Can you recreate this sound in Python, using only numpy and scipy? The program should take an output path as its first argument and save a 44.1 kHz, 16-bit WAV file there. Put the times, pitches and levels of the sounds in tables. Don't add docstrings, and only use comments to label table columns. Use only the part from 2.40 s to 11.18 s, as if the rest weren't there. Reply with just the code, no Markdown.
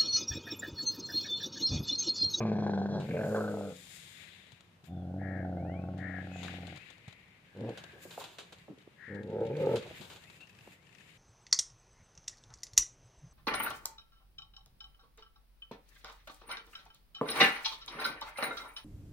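import sys
import numpy as np
from scipy import signal
from scipy.fft import rfft, irfft, next_fast_len
from scipy.io import wavfile
from scipy.ndimage import uniform_filter1d

SR = 44100
rng = np.random.default_rng(int(sys.argv[2]) if len(sys.argv) > 2 else 0)


def transcribe(signal):
    frames = np.atleast_2d(signal).T
    limited = np.clip(frames, -1, 1)
    pcm = np.round(limited * 32767).astype(np.int16)
    wavfile.write(sys.argv[1], SR, pcm)


N = 387051
TIME = np.arange(N) / SR


def from_db(db):
    return 10 ** (np.asarray(db) / 20)


def rms_one(x):
    return x / np.sqrt(np.mean(x ** 2) + 1e-20)


def cut(x, hz, kind, order=4):
    return signal.sosfilt(signal.butter(order, hz, kind, fs=SR, output="sos"), x + 1e-18)


def colour(x, points, causal=True):
    size = 2 * next_fast_len(x.shape[-1] // 2 + 4096)
    hz, db = np.transpose(points)
    log_hz = np.log2(np.maximum(np.arange(size // 2 + 1) * SR / size, 1))
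    octaves_outside = np.abs(log_hz - np.clip(log_hz, np.log2(hz[0]), np.log2(hz[-1])))
    gain = from_db(np.interp(log_hz, np.log2(hz), db) - 24 * np.minimum(octaves_outside, 2))
    if causal:
        cepstrum = irfft(np.log(gain))[:size // 2]
        cepstrum[1:] *= 2
        gain = np.exp(rfft(cepstrum, size))
    return irfft(rfft(x, size) * gain)[..., :x.shape[-1]]


def resonance(x, hz, width):
    turn = np.exp(2j * np.pi * np.cumsum(hz * np.ones(len(x))) / SR)
    return 2 * np.real(turn * cut(x / turn, width / 2, "low", order=2))


def curves(rows, t):
    s, *columns = np.transpose(rows)
    return [np.interp(t, s, c) for c in columns]


def drift(rate, t):
    knots = np.arange(t[0], t[-1] + 1, 1 / rate)
    return np.interp(t, knots, rng.standard_normal(len(knots)))


def even(x):
    power = uniform_filter1d(uniform_filter1d(x * x, size=1500), size=1000)
    return x / np.sqrt(np.maximum(power, 0) + np.mean(x * x) / 100)


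def pan(x, db):
    left = from_db(db)
    return x * np.vstack([left, np.ones_like(left)]) * 2 / (1 + left)


def stereo_noise(count, alike):
    mid, side = rng.standard_normal((2, count))
    alike = np.clip(alike, -1, 1)
    return np.sqrt(1 + alike) * mid + np.sqrt(1 - alike) * side * [[1], [-1]]


def add(out, start, x):
    i = max(round(start * SR), 0)
    out[:, i:i + x.shape[-1]] += x[..., :N - i]


def yard(x, wet_db, t60=0.72, bass_db=-6):
    t = TIME[:SR // 2]
    bass = cut(rng.standard_normal(len(t)), 1100, "low", order=2)
    treble = cut(rng.standard_normal((2, len(t))), 360, "high", order=2)
    scatter = from_db(bass_db) * bass + treble
    fade = from_db(-60 * t / t60) * (t > .004)
    tail = scatter * fade / np.sqrt(np.sum(fade ** 2))
    return x + from_db(wet_db) * signal.fftconvolve(x, tail, axes=1)[:, :N]


# frequency in Hz, relative level in dB.
AIR_TONE = [(25, -18), (50, -13.5), (90, -1), (130, -2), (172, 1.5), (235, -10), (330, -11), (700, -16),
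            (1200, -15.5), (2000, -20.5), (3000, -21), (5200, -29), (7000, -32.5), (15000, -38)]
AIR_DB, HANDLING_DB = -64.5, -1


def air(swish_level):
    rumble = cut(stereo_noise(N, alike=0.91), 650, "low", order=2)
    hush = cut(stereo_noise(N, alike=0.043), 520, "high", order=2)
    noise = rms_one(colour(rumble + pan(hush, db=1.5), AIR_TONE))
    return noise * np.hypot(from_db(AIR_DB), from_db(HANDLING_DB) * swish_level[1])


# start in seconds, end in seconds, level in dB of the voiced part,
# centre in Hz, warbles per second.
CAWS = [(2.767, 3.079, -50, 1787, 77), (3.557, 3.865, -46, 1806, 74), (6.553, 6.851, -52, 1805, 71)]
# frequency in Hz, relative level in dB.
CAW_TONE = [(1000, -10), (1400, -4), (1620, 2.5), (1780, -3.5), (1950, 1), (2150, 1), (2500, -15),
            (3200, -40.5)]
# start in seconds, end in seconds, first pitch in Hz, last pitch in Hz,
# level in dB, random waver in Hz.
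WHISTLES = [(2.444, 2.676, 3560, 3330, -73, 70), (3.159, 3.407, 1800, 3550, -70, 20),
            (3.15, 3.244, 1990, 2340, -63.5, 40.5), (3.233, 3.434, 1570, 2704, -58, 11),
            (3.27, 3.678, 1118, 1077, -67.5, 9.3), (3.385, 3.48, 2584, 2610, -67.5, 22),
            (3.884, 4.037, 2490, 2580, -55.5, 67), (4.341, 4.464, 2140, 2830, -56.5, 25),
            (7.772, 8.001, 1392, 2940, -65.5, 12), (7.851, 7.924, 2600, 2670, -60, 120),
            (7.99, 8.052, 2650, 2760, -53.5, 170), (8.196, 8.36, 2650, 2790, -69, 150),
            (8.27, 8.51, 1400, 2690, -71.5, 17)]
CAW_WARBLE_HZ, CAW_ARCH_HZ, CAW_SAG_HZ = 148, 89.9, 92
CAW_OVERTONE_HZ, CAW_OVERTONE_GAIN = 389, 0.46
CAW_RASP = 0.28


def birds():
    out = np.zeros((2, N))
    for start, end, db, centre_hz, rate in CAWS:
        t = np.arange(start, end, 1 / SR)
        along = np.linspace(0, 1, len(t))
        cycle = 2 * np.pi * np.cumsum(rate * (1 + .03 * drift(60, t))) / SR
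        contour = centre_hz + CAW_ARCH_HZ * (np.sin(np.pi * along) - 1) - CAW_SAG_HZ * (along - .5)
        hz = contour + CAW_WARBLE_HZ * signal.sawtooth(cycle, .5) + 25 * drift(201.5, t)
        buzz = 1 + CAW_OVERTONE_GAIN * np.cos(2 * np.pi * CAW_OVERTONE_HZ * t)
        voice = np.sin(2 * np.pi * np.cumsum(hz) / SR) * buzz * (1 + 0.36 * np.sin(cycle))
        rasp = rms_one(colour(rng.standard_normal(len(t)), CAW_TONE))
        caw = rms_one(colour(voice, CAW_TONE)) + CAW_RASP * rasp
        add(out, start, pan(caw * from_db(db) * signal.windows.tukey(len(t), .6), db=12.0))
    for start, end, from_hz, to_hz, db, waver_hz in WHISTLES:
        count = round((end - start) * SR)
        hz = np.linspace(from_hz, to_hz, count) + waver_hz * drift(220, TIME[:count])
        tone = np.sin(2 * np.pi * np.cumsum(hz) / SR)
        add(out, start, pan(tone * from_db(db) * signal.windows.tukey(count, .7), db=15.5))
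    return out


# time in seconds, peak in dB before panning.
RATTLE = [(8.0716, -54), (8.095, -50), (8.129, -56), (8.1506, -52), (8.188, -48), (8.209, -49),
          (8.4689, -53), (8.4918, -52.5), (8.5272, -56), (8.5497, -48.5), (8.584, -51), (8.607, -50)]
# frequency in Hz, relative level in dB.
RATTLE_TONE = [(900, -24), (1500, -13), (1820, 0), (2200, -14), (2630, 5), (3200, -13), (4000, -15),
               (5500, -15), (7500, -21.5)]


def rattle(t60=0.038, grit=0.19):
    out, t = np.zeros((2, N)), TIME[:SR // 20]
    for s, db in RATTLE:
        rough = grit * rng.standard_normal(len(t)) * from_db(-60 * t / t60)
        click = colour(signal.unit_impulse(len(t)) + rough, RATTLE_TONE)
        add(out, s, pan(click / np.abs(click).max() * from_db(db), db=19.0))
    return out


# peak time in seconds, swell in seconds, fade in seconds,
# relative swish level in dB, relative hiss level in dB, left over right in dB.
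MOVES = [(.65, 0.054, 0.33, -53.5, -66, 11), (.97, 0.27, 0.23, -61, -56.5, 9.5),
         (1.54, 0.77, 0.49, -56, -55, 13.5), (1.84, 0.33, 0.46, -53, -81, 16.5),
         (2.459, 0.023, 0.045, -60, -67, 18), (3.99, 0.5, .16, -53.5, -89.5, 9),
         (4.05, 0.13, 0.53, -46.5, -82, 10.5), (4.35, 0.15, 0.77, -56, -79, 15),
         (5.41, 0.35, 0.39, -53.5, -79, 4), (5.671, 0.11, 0.22, -58, -57, 3),
         (5.8, 0.047, 0.15, -65, -58.5, -1), (6.12, 0.2, 0.39, -62.5, -78, 4),
         (6.65, 0.44, 0.31, -64, -101, 7.5), (7.227, 0.086, 0.021, -51, -69, -3),
         (7.35, 0.15, 0.044, -49, -63, -1), (7.5, 0.63, 0.21, -51, -89, 4),
         (7.73, 0.22, 0.047, -57, -57, 0), (7.97, 0.66, 0.091, -59, -67, 5.5),
         (8.29, 0.31, 0.1, -58.5, -67.5, 1.5), (8.58, 0.24, 1, -61, -71.5, 8.5)]
MOVE_FALL_DB, MOVE_ROUNDNESS = 16.5, 1.42
SHEEN_DB, SHEEN_LOSS_DB_PER_S = -5, 9.5


def movement():
    t, power = TIME[::100], 0
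    for s, swell_s, fade_s, swish_db, hiss_db, side_db in MOVES:
        away = np.maximum((s - t) / swell_s, (t - s) / fade_s)
        stroke = pan(from_db(-MOVE_FALL_DB * away ** MOVE_ROUNDNESS), side_db)
        sheen_db = hiss_db + SHEEN_DB - SHEEN_LOSS_DB_PER_S * (swell_s + fade_s)
        layers = np.array([stroke * from_db(db) for db in (swish_db, hiss_db, sheen_db)])
        power = power + layers ** 2
    return np.array([[np.interp(TIME, t, ear) for ear in layer] for layer in np.sqrt(power)])


# frequency in Hz, relative level in dB.
SWISH_TONE = [(500, -21), (1000, -27.5), (1600, 1.5), (2100, 6), (2700, 4.5), (3350, -1.5), (3700, 0),
              (4300, -7.5), (5200, -14), (5800, -26.5), (6500, -14.5)]
# frequency in Hz, relative level in dB.
HISS_TONE = [(4500, -5.5), (5300, -6), (5850, -12), (6900, -0.5), (8200, -5.5), (10000, -7), (12000, -1.5),
             (15000, 1.5)]
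# time in seconds, share from 0 to 1.
TREADING = [(2, 0.27), (5.3, 0.65), (7.5, 1), (7.75, 0.74), (8.0, 0.53)]


def clothes(swish_level, hiss_level, sheen_level, swish_db=-8.0, hiss_db=3.0, grain_db=1.0, flutter_db=4.0):
    swish = colour(stereo_noise(N, alike=0.01), SWISH_TONE)
    swish = swish / np.std(cut(swish, [2600, 5000], "band"))
    hiss = rms_one(colour(stereo_noise(N, alike=0.044), HISS_TONE))
    low_hiss = cut(hiss, 10000, "low", order=5) * hiss_level
    sheen = cut(hiss, 10000, "high", order=5) * sheen_level
    flutter = flutter_db * curves(TREADING, TIME)[0] * drift(30, TIME)
    grain = from_db(grain_db * drift(400, TIME) + flutter)
    return grain * (swish * swish_level * from_db(swish_db) + (low_hiss + sheen) * from_db(hiss_db))


# peak time in seconds, half length in seconds at half amplitude,
# centre in Hz, width in Hz, level in dB at the peak.
RUBS = [(1.653, 0.39, 3570, 695, -59.5), (4.009, 0.064, 6860, 1070, -62), (4.748, 0.28, 2190, 615, -63.5),
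        (5.42, 0.25, 1650, 199, -61)]


def rubs():
    out = np.zeros((2, N))
    for s, half_s, hz, width, db in RUBS:
        count = round(4 * half_s * SR)
        noise = stereo_noise(count, alike=0.078)
        band = rms_one(cut(noise, [hz - width / 2, hz + width / 2], "band", order=2))
        add(out, s - 2 * half_s, pan(band * signal.windows.hann(count) * from_db(db), db=6.0))
    return out


# frequency in Hz, relative level in dB.
SCUFF_TONE = [(350, -5.5), (600, -6.5), (744, -8), (1280, -11.5), (1460, -8), (2020, -16), (2220, -11.5),
              (3650, -7), (4400, -12), (5690, -22.5), (6690, -17.5), (15000, -40.5)]
TICKS_PER_S = 11
TICK_LEAST_DB, TICK_RANGE_DB = 5, 16


def straws(swish_level, t60=0.037):
    out, t = np.zeros((2, N)), TIME[:SR // 20]
    for when, size in rng.random((round(TICKS_PER_S * N / SR), 2)):
        i = int(when * (N - 1))
        tick = colour(stereo_noise(len(t), alike=0.12) * from_db(-60 * t / t60), SCUFF_TONE)
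        strength = swish_level[:, i:i + 1] * from_db(TICK_LEAST_DB + TICK_RANGE_DB * size)
        add(out, TIME[i], tick / np.abs(tick).max() * strength)
    return out * curves(TREADING, TIME)[0]


# start in seconds, relative level in dB, decay by 60 dB in seconds,
# left over right in dB.
SCUFFS = [(0.6, -40.5, 0.17, 3), (2.12, -42, 0.027, 8), (2.207, -44, 0.035, 7), (2.441, -49.5, 0.057, 24),
          (3.578, -49, 0.16, 21), (4.031, -37, 0.26, 16), (4.079, -42, 0.052, 13),
          (4.269, -38.5, 0.063, 11), (4.36, -40, 0.061, 9), (4.68, -41, 0.074, 7), (5.374, -36, 0.14, 1),
          (5.707, -41, 0.43, 0), (5.799, -38, 0.6, 0), (5.84, -32.5, 0.093, 4), (5.985, -33.5, 0.21, 0.5),
          (6.124, -38.5, 0.11, 2), (7.358, -28.5, 0.16, 1), (7.466, -47, 0.63, -2), (7.61, -41, 0.37, 12),
          (7.7, -40.5, 0.39, 2), (7.76, -39.5, 0.084, -2), (8.007, -47, 0.2, 1)]
# start in seconds, relative peak in dB, centre in Hz,
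# decay by 60 dB in seconds.
BUMPS = [(2.126, -49, 119, 0.057), (2.437, -46, 172, 0.044), (4.08, -32.5, 1600, 0.034),
         (4.677, -37, 129, 0.02), (5.529, -45, 415, 0.55), (5.651, -38, 410, 0.13),
         (5.776, -28.5, 570, 0.089), (5.808, -36.5, 810, 0.11), (6.282, -41, 376, 0.095),
         (6.298, -37, 250, 0.15), (6.373, -47.5, 352, 0.083), (6.474, -39.5, 395, 0.013),
         (7.455, -37.5, 480, 0.25), (7.509, -35.5, 480, 0.039), (7.597, -39, 177, 0.088),
         (8.274, -42, 484, 0.015)]


def feet(crunch_db=-9, snap_db=-10, bump_db=-1.5, crackle_db=1.5):
    out, t = np.zeros((2, N)), TIME[:SR // 4]
    snap = cut(signal.unit_impulse(len(t)), 2500, "high", order=1) * from_db(snap_db)
    for s, db, t60, side_db in SCUFFS:
        crackle = stereo_noise(len(t), alike=0.47) * from_db(crackle_db * drift(670, t))
        crunch = rms_one(colour(crackle, SCUFF_TONE)) * from_db(crunch_db - 60 * t / t60)
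        add(out, s, pan((crunch + snap) * from_db(db), side_db))
    for s, db, hz, t60 in BUMPS:
        decay = stereo_noise(len(t), alike=0.84) * from_db(-60 * t / t60)
        thud = cut(decay, [hz * 0.69, hz * 1.39], "band", order=2)
        add(out, s, thud / np.abs(thud).max() * from_db(db + bump_db))
    return out


def pulses(t, pitch, rough, jitter):
    beats = np.flatnonzero(np.diff(np.floor(np.cumsum(pitch) / SR)))
    slip = jitter * rough[beats] * rng.standard_normal(len(beats)) * SR / pitch[beats]
    return np.clip(beats + slip, 0, len(t) - 1).astype(int)


def strikes(at, count, spread_db, breath, puff_s=0.028):
    clicks = np.zeros(count)
    clicks[at] = from_db(spread_db * np.clip(rng.standard_normal(len(at)), -2, 2))
    r = np.exp(-1 / (puff_s * SR))
    puffs = signal.lfilter([np.sqrt(1 - r * r)], [1, -r], clicks + 1e-18)
    return clicks + breath * puffs * rng.standard_normal(count)


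def hum(pitch, throat):
    phase = 2 * np.pi * np.cumsum(pitch) / SR
    hz, db = np.transpose(throat)
    return sum(from_db(np.interp(k * pitch, hz, db)) * np.cos(k * phase) for k in range(1, 4))


# centre in Hz at rest, width in Hz, relative level in dB at rest.
MUZZLE = [(1570, 230, 14), (2310, 410, -2), (3380, 90, 5.5), (4140, 550, 4.5), (5640, 960, -4)]
SNARL_DB_PER_HZ = 0.3


def muzzle(x, lips_hz, nose_db):
    rest_hz = MUZZLE[0][0]
    out, snarl_db = 0, SNARL_DB_PER_HZ * (lips_hz - rest_hz)
    for k, (hz, width, db) in enumerate(MUZZLE):
        centre = hz * (lips_hz / rest_hz) ** (1 / (k + 1)) if k < 2 else hz
        level_db = db + snarl_db * (k == 1) + nose_db * (k > 1)
        out = out + resonance(x, centre, width) * from_db(level_db)
    return out


# time in seconds, peak in dB in the mouth,
# peak in dB at the teeth, decay of the rasp in ms.
SLAPS = [(.005, -24, -37, 6.6), (0.053, -23, -46, 5), (0.117, -21, -40, 3.2), (.155, -26.5, -45, 2.2),
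         (.186, -24, -42, 3), (0.224, -23.5, -51, 4), (.265, -20, -35.5, 7.6), (.295, -21, -40, 1.9),
         (.335, -23, -35.5, 5), (.376, -22, -38, 2.8), (.416, -23.5, -43.5, 3.1), (.458, -24, -38.5, 4.7),
         (0.488, -30, -48, 2.2), (.688, -35, -44, 7), (.709, -41, -36, 7.2), (.732, -50, -52, 5.8),
         (.767, -39, -38, 7.3), (0.79, -35, -38, 7), (0.809, -31, -41, 5.7), (.833, -30, -36.5, 14),
         (0.946, -20.5, -33, 13), (.96, -28, -30, 8.8), (1.006, -24, -32.5, 11), (1.04, -28, -35.5, 11.8),
         (1.078, -29, -35, 8.6), (1.141, -27, -49, 2.6), (1.171, -28, -46, 1.97), (1.21, -27.5, -50, 2),
         (2.74, -33.5, -61, 1.9), (2.815, -32, -56, 2), (3.048, -32, -46, 2.7), (3.125, -32.5, -52, 2.33),
         (3.17, -31, -50.5, 1.8), (3.25, -31.5, -53, 1.8), (3.296, -32, -52, 2), (6.984, -32, -66, 1.4),
         (7.007, -28.5, -56, 1.3), (7.094, -40, -57, 2), (7.129, -41, -47, 40), (7.152, -40.5, -44, 11.6),
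         (7.27, -17.5, -51, 14)]
# first time in seconds, last time in seconds, period in seconds,
# mean peak in dB in the mouth, mean peak in dB at the teeth.
FLAP_RUNS = [(3.34, 3.584, .048, -36.5, -52), (3.696, 3.959, .043, -36.5, -50),
             (4.003, 4.324, .045, -39.5, -55), (7.292, 7.336, .024, -23, -57)]
FLAP_SPREAD_DB, FLAP_SLIP_S, FLUTTER_RASP_MS = 2, 0.00094, 2


def flaps(start, end):
    yield from (row for row in SLAPS if start <= row[0] < end)
    for first, last, period, slap_db, snap_db in FLAP_RUNS:
        if start <= first < end:
            for s in np.linspace(first, last, round((last - first) / period) + 1):
                slip, force = rng.standard_normal(2)
                force_db = FLAP_SPREAD_DB * force
                yield s + FLAP_SLIP_S * slip, slap_db + force_db, snap_db + force_db, FLUTTER_RASP_MS


ONSET_DB = 20
TEETH_FOLLOWS, TEETH_DB_PER_OCTAVE = 0.68, 12
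LIPS_RELAX_S = 0.47
GAPE_HZ, GAPE_WIDTH_HZ, GAPE_GAIN, GAPE_S = 1146, 286, 3.06, 0.075
FLAP_RASP, FLAP_SOFT_HZ = .12, 2300


def growl(rows, throat, attack_s, release_s, lips_hz, drawn_hz, chest_spread_db, mouth_spread_db, breath,
          chest_db, mouth_db, teeth_db, jaw_gain=0.66, jaw_width=200, choke_db=-9, draw_s=None, gape_s=None,
          nose_db=0.0):
    t = np.arange(rows[0][0], rows[-1][0], 1 / SR)
    pitch, rough, chest_level, mouth_level, jaw_hz = curves(rows, t)
    attack = np.maximum(1 - (t - t[0]) / attack_s, 0)
    release = np.maximum(1 - (t[-1] - t) / release_s, 0)
    edges_db = -ONSET_DB * (attack ** 2 + release ** 2)
    lips = lips_hz + drawn_hz * np.exp(-np.abs(t - (draw_s or t[0])) / LIPS_RELAX_S)
    at = pulses(t, pitch, rough, jitter=.19)

    flow = colour(strikes(at, len(t), chest_spread_db, breath=0.077), throat, causal=False)
    chest = cut(cut(flow, 380, "low")[::-1], 380, "low")[::-1]
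    clear = np.clip(.85 - 1.3 * rough, 0, 1)
    chest = (1 - clear) * even(chest) + clear * even(hum(pitch, throat))
    chest = even(chest) * from_db(chest_level + chest_db)

    sharp = strikes(at, len(t), mouth_spread_db, breath)
    mouth = cut(colour(sharp, throat), 317, "high")
    gape = 0 if gape_s is None else GAPE_GAIN * np.exp(-((t - gape_s) / GAPE_S) ** 2)
    jaw_part = jaw_gain * resonance(mouth, jaw_hz, jaw_width)
    gape_part = gape * resonance(mouth, GAPE_HZ, GAPE_WIDTH_HZ)
    mouth = even(mouth + jaw_part + gape_part) * from_db(mouth_level + mouth_db)

    teeth_level = (teeth_db + TEETH_FOLLOWS * (mouth_level - mouth_level.mean())
                   + TEETH_DB_PER_OCTAVE * np.log2(pitch / pitch.mean()))
    hissing = sharp + 0.35 * rng.standard_normal(len(t))
    teeth = even(muzzle(hissing, lips, nose_db)) * from_db(teeth_level)

    out, choked, click = np.zeros((2, N)), np.zeros(len(t)), signal.unit_impulse(SR // 20)
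    for s, slap_db, snap_db, rasp_ms in flaps(t[0], t[-1]):
        choked = np.maximum(choked, np.exp(-((t - s + .004) / .007) ** 2))
        rasp_fade = np.exp(-1000 * TIME[:len(click)] / rasp_ms)
        burst = click + FLAP_RASP * rng.standard_normal(len(click)) * rasp_fade
        slap = cut(colour(-3 * click - burst, throat), 470, "high", order=2)
        snap = muzzle(cut(burst, FLAP_SOFT_HZ, "low", order=2), np.interp(s, t, lips), nose_db)
        slap = slap / np.abs(slap).max() * from_db(slap_db)
        snap = snap / np.abs(snap).max() * from_db(snap_db)
        add(out, s, slap + snap)
    voice = pan(chest, db=0.67) + (mouth + pan(teeth, db=0.5)) * from_db(choke_db * choked)
    add(out, t[0], voice * from_db(edges_db) * signal.windows.tukey(len(t), .02))
    return out


# time in seconds, pitch in Hz, roughness from 0 to 1,
# relative chest level in dB, relative mouth level in dB, jaw resonance in Hz.
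RATTLING = [(0, 118.1, 0.52, -33.5, -40, 508), (.05, 108.7, .12, -29.5, -44, 640),
            (.12, 106.1, 0.37, -31.5, -44, 715), (.27, 104.9, 0.33, -31.5, -43.5, 740),
            (.35, 98.63, 0.2, -29.5, -45.5, 820), (.42, 97.7, 0.15, -30, -42.5, 747),
            (.48, 101, 0.4, -35, -50, 720), (.56, 101, 0.3, -31.5, -40.5, 583),
            (.67, 94.8, 0.82, -41, -54, 520)]
OPEN = [(.66, 96.4, 0.78, -41.5, -63, 450), (.71, 91.16, 0.72, -34, -42.5, 460),
        (.765, 95.5, 1, -37, -32.5, 546), (.83, 98.1, 0.79, -36.5, -35.5, 620),
        (.9, 106.1, 0.35, -35, -40, 507), (.955, 106.9, 0.12, -37, -31.5, 470),
        (1.05, 105.5, 0.19, -36.5, -39, 477), (1.27, 99.3, 0.11, -40.5, -45.5, 535),
        (1.32, 90.5, 0.52, -47, -49.5, 465), (1.355, 91.4, 0.27, -55, -76, 477),
        (1.45, 90.3, 0.09, -50, -69, 480)]
LOW = [(2.46, 77.3, 0.17, -49, -65, 690), (2.535, 91.6, 0.32, -39, -57, 705),
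       (2.7, 88.96, 0.27, -39, -54.5, 666), (2.78, 95.96, 0.26, -36.5, -52, 635),
       (3.05, 92.14, 0.28, -36.5, -47.5, 643), (3.25, 87.7, 0.38, -37, -46, 656),
       (3.55, 92.87, 0.37, -38.5, -53.5, 640), (3.9, 91.7, 0.23, -42.5, -59, 689.5),
       (4.24, 88.2, 0.25, -44.5, -58.5, 794), (4.42, 81.8, 1, -51.5, -67, 723.5)]
SHORT = [(5.14, 90.1, 0.29, -48, -58.5, 472), (5.215, 109.3, 0.4, -32.5, -46.5, 520),
         (5.3, 119.8, 0.54, -32.5, -40, 563), (5.37, 114, 0.93, -48, -52, 564)]
SWELLING = [(6.67, 94.5, 0.9, -48, -58, 470), (6.76, 102.1, 0.13, -44, -47, 450),
            (6.84, 100.5, 0.67, -46, -53.5, 420), (6.91, 103.5, 0.52, -46, -43.5, 410),
            (6.95, 107.7, 0.43, -46, -37.5, 400), (7.025, 110, 0.36, -45, -31, 465),
            (7.07, 112.9, 0.74, -45.5, -41, 490), (7.115, 119.9, 0.44, -42.5, -33, 507),
            (7.15, 151.5, 0.35, -42, -43.5, 490), (7.22, 153.6, 0.43, -41, -33, 490),
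            (7.27, 142, 0.33, -42, -29.5, 504), (7.345, 118.2, 0.63, -40, -28.5, 470),
            (7.415, 95.5, 0.55, -44, -54, 460)]
# frequency in Hz, relative level in dB.
RATTLING_THROAT = [(60, -16.5), (95, -6), (140, 7), (200, 8), (260, -7.5), (320, -8), (400, -5), (480, -8),
                   (550, -11.5), (770, -10.5), (920, -18), (1100, -25), (1300, -35)]
OPEN_THROAT = [(60, -40), (95, -7), (140, 5), (205, 0.5), (270, -4), (360, -7), (435, 5.5), (510, -0.5),
               (620, 1), (760, -6.5), (950, -17.5), (1130, -24), (1350, -26)]
LOW_THROAT = [(60, -14.5), (88, 1.5), (130, 7.5), (185, 3), (240, -4.5), (300, -3), (410, -18.5),
              (520, -11), (660, -12.5), (770, -10), (880, -24), (1050, -46.5)]
SHORT_THROAT = [(60, -12), (100, 3), (150, 4), (190, 6.5), (340, -4.5), (440, -6), (550, -8.5), (670, -17),
                (780, -16), (950, -24.5), (1150, -34)]
SWELLING_THROAT = [(60, -14.5), (95, -2.5), (150, 2.5), (210, 0.5), (300, -3.5), (410, -2), (500, 0.5),
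                   (560, -2.5), (670, -18), (800, -13.5), (900, -13.5), (1080, -48), (1300, -29),
                   (1550, -33.5)]


def dog():
    rattling = growl(RATTLING, RATTLING_THROAT, attack_s=0.0042, release_s=0.011, lips_hz=1496, drawn_hz=137,
                     gape_s=.03, chest_spread_db=4.5, mouth_spread_db=-0.5, breath=0.25,
                     chest_db=-0.5, mouth_db=4.5, teeth_db=-54)
    opened = growl(OPEN, OPEN_THROAT, attack_s=0.015, release_s=0.12, lips_hz=1223, drawn_hz=427,
                   draw_s=0.727, gape_s=1.0, nose_db=-10, chest_spread_db=4.0, mouth_spread_db=0.5,
                   breath=0.28, chest_db=-0.5, mouth_db=2.5, teeth_db=-57.5, jaw_gain=0.97)
    low = growl(LOW, LOW_THROAT, attack_s=0.042, release_s=0.11, lips_hz=1474, drawn_hz=30,
                chest_spread_db=5.0, mouth_spread_db=4.0, breath=0.27,
                chest_db=-0.7, mouth_db=3.0, teeth_db=-73.0, nose_db=-10)
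    short = growl(SHORT, SHORT_THROAT, attack_s=0.019, release_s=0.1, lips_hz=1570, drawn_hz=20,
                  chest_spread_db=1.0, mouth_spread_db=5.0, breath=0.38,
                  chest_db=-7.0, mouth_db=3.0, teeth_db=-81)
    swelling = growl(SWELLING, SWELLING_THROAT, attack_s=0.038, release_s=0.054, lips_hz=1480, drawn_hz=180,
                     draw_s=7.2, gape_s=7.27, nose_db=-10, chest_spread_db=7.0, mouth_spread_db=-0.5,
                     breath=0.22, chest_db=2.5, mouth_db=2.0, teeth_db=-70.5)
    left, right = rattling + opened + low + short + swelling
    lag_s = .00008
    return np.vstack([left, np.interp(TIME - lag_s, TIME, right)])


def scene():
    swish_level, hiss_level, sheen_level = movement()
    background = air(swish_level)
    calls = yard(birds(), wet_db=-7, t60=.5)
    ground = yard(feet() + rattle(), wet_db=-12.5)
    close = clothes(swish_level, hiss_level, sheen_level) + rubs() + straws(swish_level)
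    growls = yard(dog(), wet_db=-10, t60=.3, bass_db=-5)
    return background + calls + ground + close + growls


CUTOFF_HZ = 15100


def record(dry):
    return signal.sosfilt(signal.ellip(12, .1, 80, CUTOFF_HZ, fs=SR, output="sos"), dry)


dry = scene()
out = record(dry)
transcribe(out)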